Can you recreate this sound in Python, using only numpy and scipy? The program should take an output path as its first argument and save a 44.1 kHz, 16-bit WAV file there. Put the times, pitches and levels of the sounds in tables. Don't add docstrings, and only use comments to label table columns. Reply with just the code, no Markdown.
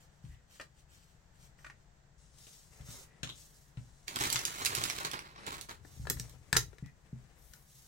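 import sys
import numpy as np
from scipy import signal
from scipy.fft import rfft, irfft
from scipy.io import wavfile

SR = 44100
rng = np.random.default_rng(int(sys.argv[2]) if len(sys.argv) > 2 else 0)


def to_wav(sig):
    pcm = np.clip(np.atleast_2d(sig), -1, 1) * 32767
    pcm = np.round(pcm).astype(np.int16)
    wavfile.write(sys.argv[1], SR, pcm.T)


N = 347067
T = np.arange(N) / SR


def undb(db):
    return 10 ** (np.asarray(db) / 20)


def unit(x):
    return x / np.sqrt(np.mean(x ** 2))


def fading(t, t60):
    return np.exp(-np.log(1000) * t / t60)


def on_log(hz, points):
    f, value = np.transpose(points)
    return np.interp(np.log(hz + 1), np.log(f), value)


def freqs(x):
    return np.fft.rfftfreq(x.shape[-1], 1 / SR)


def shape(x, db):
    size = x.shape[-1]
    cepstrum = irfft(np.log(undb(db)), size)
    cepstrum[..., 1:size // 2] *= 2
    cepstrum[..., size // 2 + 1:] = 0
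    return irfft(rfft(x) * np.exp(rfft(cepstrum)), size)


def colour(x, curve):
    return unit(shape(x, on_log(freqs(x), curve)))


def walk(rate):
    knots = rng.standard_normal(int(N / SR * rate) + 2)
    return np.interp(T * rate, np.arange(len(knots)), knots)


def panned(x, pan_db):
    return np.array([x * undb(pan_db / 2), x * undb(-pan_db / 2)])


def add(out, s, sound):
    start = int(s * SR)
    out[:, start:start + sound.shape[1]] += sound[:, :N - start]


def speed(s, rise_s, fall_s):
    return np.sin(np.pi / 2 * np.interp(T, [s, s + rise_s, s + rise_s + fall_s], [0, 1, 0]))


def slips(rate, spread_db, clump_db, clump_rate):
    clicks = (rng.random(N) < rate / SR) * rng.choice([-1, 1], N)
    size_db = spread_db * np.minimum(rng.exponential(size=N), 4)
    return clicks * undb(size_db + clump_db * walk(clump_rate))


def ring(modes, t, detune):
    return sum(undb(db) * np.sin(2 * np.pi * hz * rng.normal(1, detune) * t) * fading(t, t60)
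               for hz, db, t60 in modes)


# frequency in Hz, t60 in seconds.
ROOM_DECAY = [(150, 0.27), (1000, 0.15), (4000, 0.17), (14000, 0.18)]
def room(x, lag_s, near_db, tail_db):
    t = T[:SR // 3]
    direct = np.zeros((2, len(t)))
    direct[0, max(int(lag_s * SR), 0)] = 1
    direct[1, max(int(-lag_s * SR), 0)] = 1
    scatter = rng.standard_normal(direct.shape) * fading(t, t60=0.007) * (t > abs(lag_s))
    early = unit(direct) + undb(near_db) * unit(scatter)
    flatten_db = -20 * np.log10(np.abs(rfft(early)) + 1e-6)
    early = shape(early, flatten_db) * fading(t, t60=0.3)
    noise, tail = rfft(rng.standard_normal(direct.shape)), 0
    for hz in 70 * 3. ** np.arange(5):
        band = irfft(noise * (freqs(t) >= hz) * (freqs(t) < 3 * hz), len(t))
        tail = tail + band * fading(t, on_log(2 * hz, ROOM_DECAY))
    tail = tail * np.minimum(t / 0.0052, 1)
    response = unit(unit(early) + undb(tail_db) * unit(tail)) / np.sqrt(len(t))
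    return signal.fftconvolve(x, response, axes=1)[:, :N]


def spread(x, lag_s, near_db, tail_db, spots=5):
    shares = np.array([undb(8 * walk(40)) for _ in range(spots)])
    shares /= np.linalg.norm(shares, axis=0)
    return sum(room(x * share, lag_s + rng.normal(0, .00008), near_db, tail_db) for share in shares)


def contacts(cues, curve, length_s, focus_db, lag_s, near_db, tail_db, modes=(), ring_db=0):
    out, t = np.zeros((2, N)), T[:SR // 6]
    attack = 1 - fading(t, length_s / 4)
    for s, db, hz, pan_db in cues:
        chatter = unit(rng.laplace(size=len(t)) * attack * fading(t, length_s))
        if len(modes):
            chatter = chatter + undb(ring_db) * unit(ring(modes, t, detune=0.016))
        octaves = np.log2((freqs(t) + 100) / hz)
        hit = shape(chatter, on_log(freqs(t), curve) - focus_db * np.hypot(octaves, 1))
        hit = unit(hit) * np.sqrt(length_s) * undb(db)
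        add(out, s, room(panned(hit, pan_db), lag_s, near_db, tail_db))
    return out


# frequency in Hz, gain in dB.
AIR_EQ = [(25, -7), (55, 2), (100, -6.5), (145, 0.5), (200, -12), (270, -19), (800, -17.5), (1200, -22.5),
          (1800, -20.5), (2400, -29), (5000, -31), (7800, -28.5), (9500, -48.5), (16000, -45.5)]
def room_tone():
    shared, separate = rng.standard_normal(N), rng.standard_normal((2, N))
    width = undb(on_log(freqs(shared), [(100, -16), (300, -2), (800, 12), (4000, 12.5)]))
    lean_db = on_log(freqs(shared), [(60, 9.9), (150, 3.9), (500, .5), (8000, .3)])
    spectrum = (rfft(shared) + width * rfft(separate)) / np.hypot(1, width)
    noise = irfft(spectrum * panned(1, lean_db), N)
    return colour(noise, AIR_EQ) * undb(-61.5 + 1.2 * walk(1.8))


# frequency in Hz, gain in dB.
TAG_SLIDE_EQ = [(1000, -4), (3000, 0.5), (5200, -0.5), (7800, 4), (10000, -7), (16000, -8.5)]
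# start, rise and fall in seconds, relative level in dB.
TAG_SLIDES = [(0, 0.0058, 0.072, -63.5), (.22, 0.024, 0.11, -65.5), (.47, .1, .08, -56.5),
              (.73, 0.051, .06, -68.5), (.87, 0.033, 0.088, -66.5), (.93, 0.098, .16, -66.5),
              (1.32, 0.13, 0.047, -66.5), (1.57, .06, .11, -65.5)]
def tag_slides():
    slides = sum(undb(db) * speed(s, rise_s, fall_s) ** 0.85 for s, rise_s, fall_s, db in TAG_SLIDES)
    held = undb(-79) * np.sqrt(speed(0, rise_s=0.15, fall_s=2.1))
    hiss = colour(slips(rate=9000, spread_db=4, clump_db=3.5, clump_rate=29), TAG_SLIDE_EQ) * undb(-1.5)
    return spread(panned(hiss * np.hypot(slides, held), pan_db=3.5), lag_s=0, near_db=8.5, tail_db=-5)


# frequency in Hz, gain in dB, t60 in seconds.
BUMP_MODES = [(55, -7, 0.48), (70.6, 2, 0.22), (120.9, 0.5, 0.24), (143.5, 0.5, .18), (172, -5.5, 0.13),
              (254, -12.5, 0.26), (378, -19, .1)]
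# start in seconds, relative level in dB, pitch centre in Hz.
BUMPS = [(0.241, -42.5, 133), (0.293, -44, 55), (2.804, -41.5, 70.4), (2.887, -42, 127),
         (3.231, -37.5, 150), (3.773, -35, 125), (4.249, -45, 179), (4.355, -42, 122), (4.78, -40, 128),
         (5.997, -35, 108), (6.039, -39.5, 67.5), (6.099, -36, 160), (6.16, -36.5, 104.5),
         (6.199, -39, 162.7), (6.528, -29.5, 137), (6.56, -36.5, 113), (6.576, -33.5, 70),
         (6.825, -35, 174.8), (7.129, -34.5, 178)]
def soft_bumps():
    out, t = np.zeros((2, N)), T[:SR // 2]
    for s, db, hz in BUMPS:
        octaves = np.log2((freqs(t) + 1) / hz)
        thud = shape(ring(BUMP_MODES, t, detune=.04), -9 * np.hypot(octaves, .5))
        thud = thud / np.abs(thud).max() * undb(db + 1.5)
        add(out, s, room(panned(thud, pan_db=3), lag_s=0, near_db=-12, tail_db=-8.5))
    return out


# frequency in Hz, gain in dB.
FINGERTIP_EQ = [(200, 11), (700, -2), (1800, -3.5), (2500, -5), (3000, 2.5), (3800, 2), (5000, -12.5),
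                (6700, -5.5), (10000, -16.5), (16000, -20)]
# start in seconds, relative level in dB, brightness in Hz, pan in dB.
CATCHES = [(.25, -57, 1690, 2), (.345, -60, 1900, 3), (2.468, -47.5, 1620, 2), (2.81, -52, 1800, 0),
           (3.2313, -28, 3200, 4.5), (3.2352, -37, 3100, -6), (3.244, -46, 3400, 3),
           (3.273, -39.5, 2600, -5), (3.291, -35.5, 3200, 0), (3.298, -35, 3400, 5), (3.772, -49, 1200, 10)]
def fingertip_catches():
    rasps = contacts(CATCHES, FINGERTIP_EQ, length_s=0.011, focus_db=6,
                     lag_s=-.0004, near_db=5, tail_db=-1.5)
    return undb(-1) * rasps


# frequency in Hz, gain in dB.
SQUEAK_EQ = [(1000, -32), (1750, -14), (1950, 3), (2150, -14), (2550, -12), (2900, -22), (6000, -40)]
# start, rise and fall in seconds, level in dB.
SQUEAKS = [(.27, 0.063, .1, -72), (2.7, 0.036, 0.071, -71), (3.03, .09, .1, -70), (6.83, 0.028, 0.046, -62)]
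def skin_squeaks():
    level = sum(undb(db) * speed(s, rise_s, fall_s) for s, rise_s, fall_s, db in SQUEAKS)
    squeak = colour(slips(rate=990, spread_db=-0.5, clump_db=4, clump_rate=40), SQUEAK_EQ)
    return room(panned(squeak * level, pan_db=3), lag_s=0, near_db=0, tail_db=-3)


# frequency in Hz, gain in dB.
TAG_TAP_EQ = [(100, 2), (580, -3), (760, -6.5), (1200, 1), (2500, -2), (3500, -7.5), (6000, -4.5),
              (9000, -6.5), (16000, -26)]
# frequency in Hz, gain in dB, t60 in seconds.
TAG_MODES = [(607, -5.5, 0.027), (1220, -9.5, 0.038), (1500, -8.5, 0.018), (1856, -7.5, 0.061),
             (2405, -13, 0.054)]
# start in seconds, relative level in dB, brightness in Hz, pan in dB.
TAG_TAPS = [(.598, -34.5, 1310, 2), (.603, -39, 560, 2), (.611, -36.5, 2610, 0), (.622, -51, 1200, 5),
            (1.587, -53.5, 1300, 4), (1.645, -37.5, 1820, 1), (1.664, -39, 1850, 0),
            (1.699, -39.5, 1640, 0.5)]
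def tag_taps():
    taps = contacts(TAG_TAPS, TAG_TAP_EQ, length_s=0.03, focus_db=9,
                    lag_s=0, near_db=4, tail_db=-5.5, modes=TAG_MODES, ring_db=-9)
    return undb(-6.5) * taps


# frequency in Hz, gain in dB.
FIBRE_EQ = [(300, -13.5), (1500, -12.5), (3000, -3.5), (4500, -0.5), (7300, 3.5), (9500, -3.5),
            (12500, -18.5), (16000, -29)]
SILKY_EQ = [(4000, -38.5), (8000, -8), (10000, 0.5), (13000, 3), (16000, 0.5)]
DRAG_EQ = [(100, -6), (250, 3.5), (650, -4), (1100, -5.5), (2300, -5), (4000, -15.5), (9000, -17),
           (16000, -36.5)]
# start, rise and fall in seconds, then hiss fader, silky top against the hiss,
# drag fader and pan, all in dB.
STROKES = [(2.17, 0.025, 0.28, -68.5, -13, -73, 2), (2.32, .14, 0.32, -59, -6.5, -75, 0.5),
           (2.699, 0.071, 0.12, -65, -6, -57, 1.5), (2.83, 0.095, 0.15, -51, -5, -53.5, -1.5),
           (3.02, .08, 0.37, -90, -8, -66.5, 5), (3.3, 0.085, 0.08, -57.5, -6.5, -70, 1.5),
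           (3.38, 0.1, 0.3, -65.5, -2.5, -88, -2.5), (3.74, 0.053, 0.78, -70.5, -8, -87, 0.5),
           (5.24, 0.29, 0.19, -88, -12, -52, -3), (5.8, 0.16, 0.42, -61, -4.5, -65.5, -3.5),
           (6.06, .17, 0.18, -68.5, -6, -62.5, 7.5), (6.271, 0.24, .5, -71.5, -6, -64.5, 4.5),
           (6.8, 0.49, 0.36, -81, -2.5, -71, 9), (7.331, 0.21, .13, -69, 5, -72, 1),
           (7.59, 0.22, 0.18, -62, -1, -76, -2)]
def palm_strokes():
    fibres = slips(rate=18000, spread_db=0.5, clump_db=2, clump_rate=160)
    hiss = colour(fibres, FIBRE_EQ) * undb(-1.5)
    silky = colour(fibres, SILKY_EQ) * undb(-0.5)
    drag = colour(slips(rate=4300, spread_db=1, clump_db=4, clump_rate=59), DRAG_EQ) * undb(-5.5)
    out = np.zeros((2, N))
    for s, rise_s, fall_s, hiss_db, silky_db, drag_db, pan_db in STROKES:
        rub = (hiss + silky * undb(silky_db)) * undb(hiss_db) + drag * undb(drag_db)
        out += panned(rub * speed(s, rise_s, fall_s) ** 1.26, pan_db)
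    return spread(out, lag_s=0, near_db=6.5, tail_db=-1.5)


def grab(s, hold_s, attack_s=0.013, sag_db_per_s=4, settle_t60_s=0.21):
    t = np.maximum(T - s, 0)
    settle = fading(np.clip(t - hold_s, 0, 1), settle_t60_s)
    return np.minimum(t / attack_s, 1) * undb(-sag_db_per_s * t) * settle


# frequency in Hz, gain in dB.
FOLD_EQ = [(60, -2.5), (140, 1.5), (250, -3), (400, 1), (550, -6.5), (750, -1), (1100, 4.5), (1900, 2),
           (2800, -5.5), (5000, -2.5), (8000, -19.5), (16000, -48)]
CRISP_EQ = [(500, -13), (2000, -1), (4000, -0.5), (7000, 2), (9000, -5), (12000, -10), (16000, -10)]
CREASE_EQ = [(100, 1.5), (500, -7.5), (1800, 1.5), (4000, 0), (7000, 0), (9500, -3.5), (16000, -7)]
# start and hold in seconds, then fold fader, crisp fader and pan in dB.
HANDFULS = [(4.067, 0.076, -51.5, -50.5, 1.5), (4.146, 0.024, -45, -59, 4), (4.19, 0.098, -41, -38, 1),
            (4.298, 0.14, -48.5, -45, 3.5), (4.452, 0.12, -48, -44.5, 1), (4.582, 0.092, -43, -43.5, 0.5),
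            (4.692, 0.039, -42.5, -44.5, 2), (4.753, 0.17, -44.5, -42.5, 1),
            (4.943, 0.048, -48, -47.5, -0.5), (5, .08, -42.5, -47.5, 3), (5.125, 0.022, -43, -55, -1.5),
            (5.184, 0.03, -54, -61, 2), (5.241, 0.075, -57, -69, -1), (5.35, 0.14, -55, -75, 4),
            (5.458, .11, -46.5, -49.5, 0), (5.607, 0.033, -66, -59, 6), (5.68, 0.029, -47.5, -51.5, 2)]
def gathering_rustle():
    grit = slips(rate=3500, spread_db=3.5, clump_db=3.5, clump_rate=130)
    scrape = colour(grit, FOLD_EQ) * undb(-2.5)
    crisp = colour(grit, CRISP_EQ) * undb(-1.5)
    crackle = colour(slips(rate=60, spread_db=2.5, clump_db=1.5, clump_rate=12), CREASE_EQ) * undb(-9)
    out = np.zeros((2, N))
    for s, hold_s, fold_db, crisp_db, pan_db in HANDFULS:
        rustle = scrape * undb(fold_db) + (crisp + crackle) * undb(crisp_db)
        out += panned(rustle * grab(s, hold_s), pan_db)
    return spread(out, lag_s=.0004, near_db=2.5, tail_db=-5, spots=9)


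# start in seconds, relative level in dB, brightness in Hz, pan in dB.
CREASES = [(4.08, -24.5, 2920, -4), (4.159, -22, 4050, -6.5), (4.188, -25.5, 5120, -4),
           (4.237, -21, 3100, -5), (4.301, -21.5, 5600, -8), (4.327, -17.5, 9000, -8.5),
           (4.332, -26, 6560, 11), (4.358, -22, 2410, 14), (4.363, -20, 1980, -8.5),
           (4.391, -25.5, 4100, -9), (4.452, -16.5, 5700, -3), (4.649, -19, 6500, -7),
           (4.658, -16, 5900, -5), (4.663, -16.5, 4500, -2), (4.75, -18.5, 7900, -7),
           (4.785, -25.5, 1440, 0), (4.838, -17.5, 5370, -4), (4.853, -27.5, 820, -10),
           (4.899, -20, 2600, -5.5), (4.906, -28, 2460, 3), (4.985, -27.5, 2060, -3),
           (5.049, -21, 2090, -6), (5.114, -28.5, 4480, -9.5), (5.133, -30.5, 5000, -3),
           (5.191, -30.5, 2000, -4), (5.465, -31.5, 4040, -7), (5.611, -30, 5130, -7),
           (5.693, -31.5, 825, -4.5)]
def crease_snaps():
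    snaps = contacts(CREASES, CREASE_EQ, length_s=0.0088, focus_db=6, lag_s=.0004, near_db=4, tail_db=-4)
    return undb(-4) * snaps


# frequency in Hz, gain in dB.
GRIP_EQ = [(25, -10.5), (70, 2.5), (125, 1.5), (220, -16), (450, -22.5), (900, -31), (3000, -59.5)]
def grip_rumble():
    rumble = colour(slips(rate=120, spread_db=3.5, clump_db=3.5, clump_rate=14), GRIP_EQ)
    rumble = rumble * speed(5.45, rise_s=0.87, fall_s=.65) * undb(-54.5)
    return room(panned(rumble, pan_db=8), lag_s=0, near_db=-9, tail_db=-7)


# frequency in Hz, gain in dB.
CASE_EQ = [(100, 3), (400, 10.5), (620, -6), (850, -3), (1150, -6.5), (1750, 3.5), (2700, -7.5),
           (4000, -2.5), (5500, -3.5), (8000, -3), (10000, -9.5), (16000, -8.5)]
LEFT_KNOCK_EQ = [(100, 2), (300, 1), (550, 5.5), (1200, 7), (1800, 1), (4000, -2), (10000, 0)]
# frequency in Hz, gain in dB, t60 in seconds.
CASE_MODES = [(1400, -6, 0.075), (1840, -7.5, 0.024), (1780, -1.5, 0.032), (4000, -4, 0.074),
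              (5090, -11.5, 0.085), (5600, -2.5, 0.034), (6140, -5.5, .07), (7200, -4.5, 0.071),
              (8240, -5.5, 0.037), (11300, -0.5, 0.074)]
# start in seconds, relative level in dB, brightness in Hz, pan in dB.
CASE_CLICKS = [(5.848, -46, 800, 9), (6.052, -48.5, 900, 15), (6.070, -30.5, 1410, 4),
               (6.099, -16, 10000, 0), (6.106, -32, 1390, 6.5), (6.170, -44, 1500, 7),
               (6.197, -27, 6300, -1), (6.295, -45.5, 8000, -5.5), (6.528, -14.5, 3200, 6),
               (6.553, -27, 1800, -1), (6.565, -13.5, 2700, 1), (6.568, -10, 5400, -2),
               (6.730, -51.5, 700, 14), (6.783, -47.5, 2500, 7), (6.86, -51.5, 2980, 9),
               (7.535, -42, 5500, 5)]
def case_clicks():
    left, right = contacts(CASE_CLICKS, CASE_EQ, length_s=0.016, focus_db=8,
                           lag_s=0, near_db=4.5, tail_db=-6.5, modes=CASE_MODES, ring_db=-11)
    left = shape(left, on_log(freqs(left), LEFT_KNOCK_EQ))
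    return undb(-5) * np.array([left, right])


def scene():
    friction = palm_strokes() + skin_squeaks() + tag_slides() + gathering_rustle()
    accents = crease_snaps() + tag_taps() + fingertip_catches()
    handling = case_clicks() + soft_bumps() + grip_rumble()
    return friction + accents + handling + room_tone()


def record(dry):
    return signal.sosfilt(signal.ellip(10, .2, 80, 15900, fs=SR, output="sos"), dry)


dry = scene()
out = record(dry)
to_wav(out)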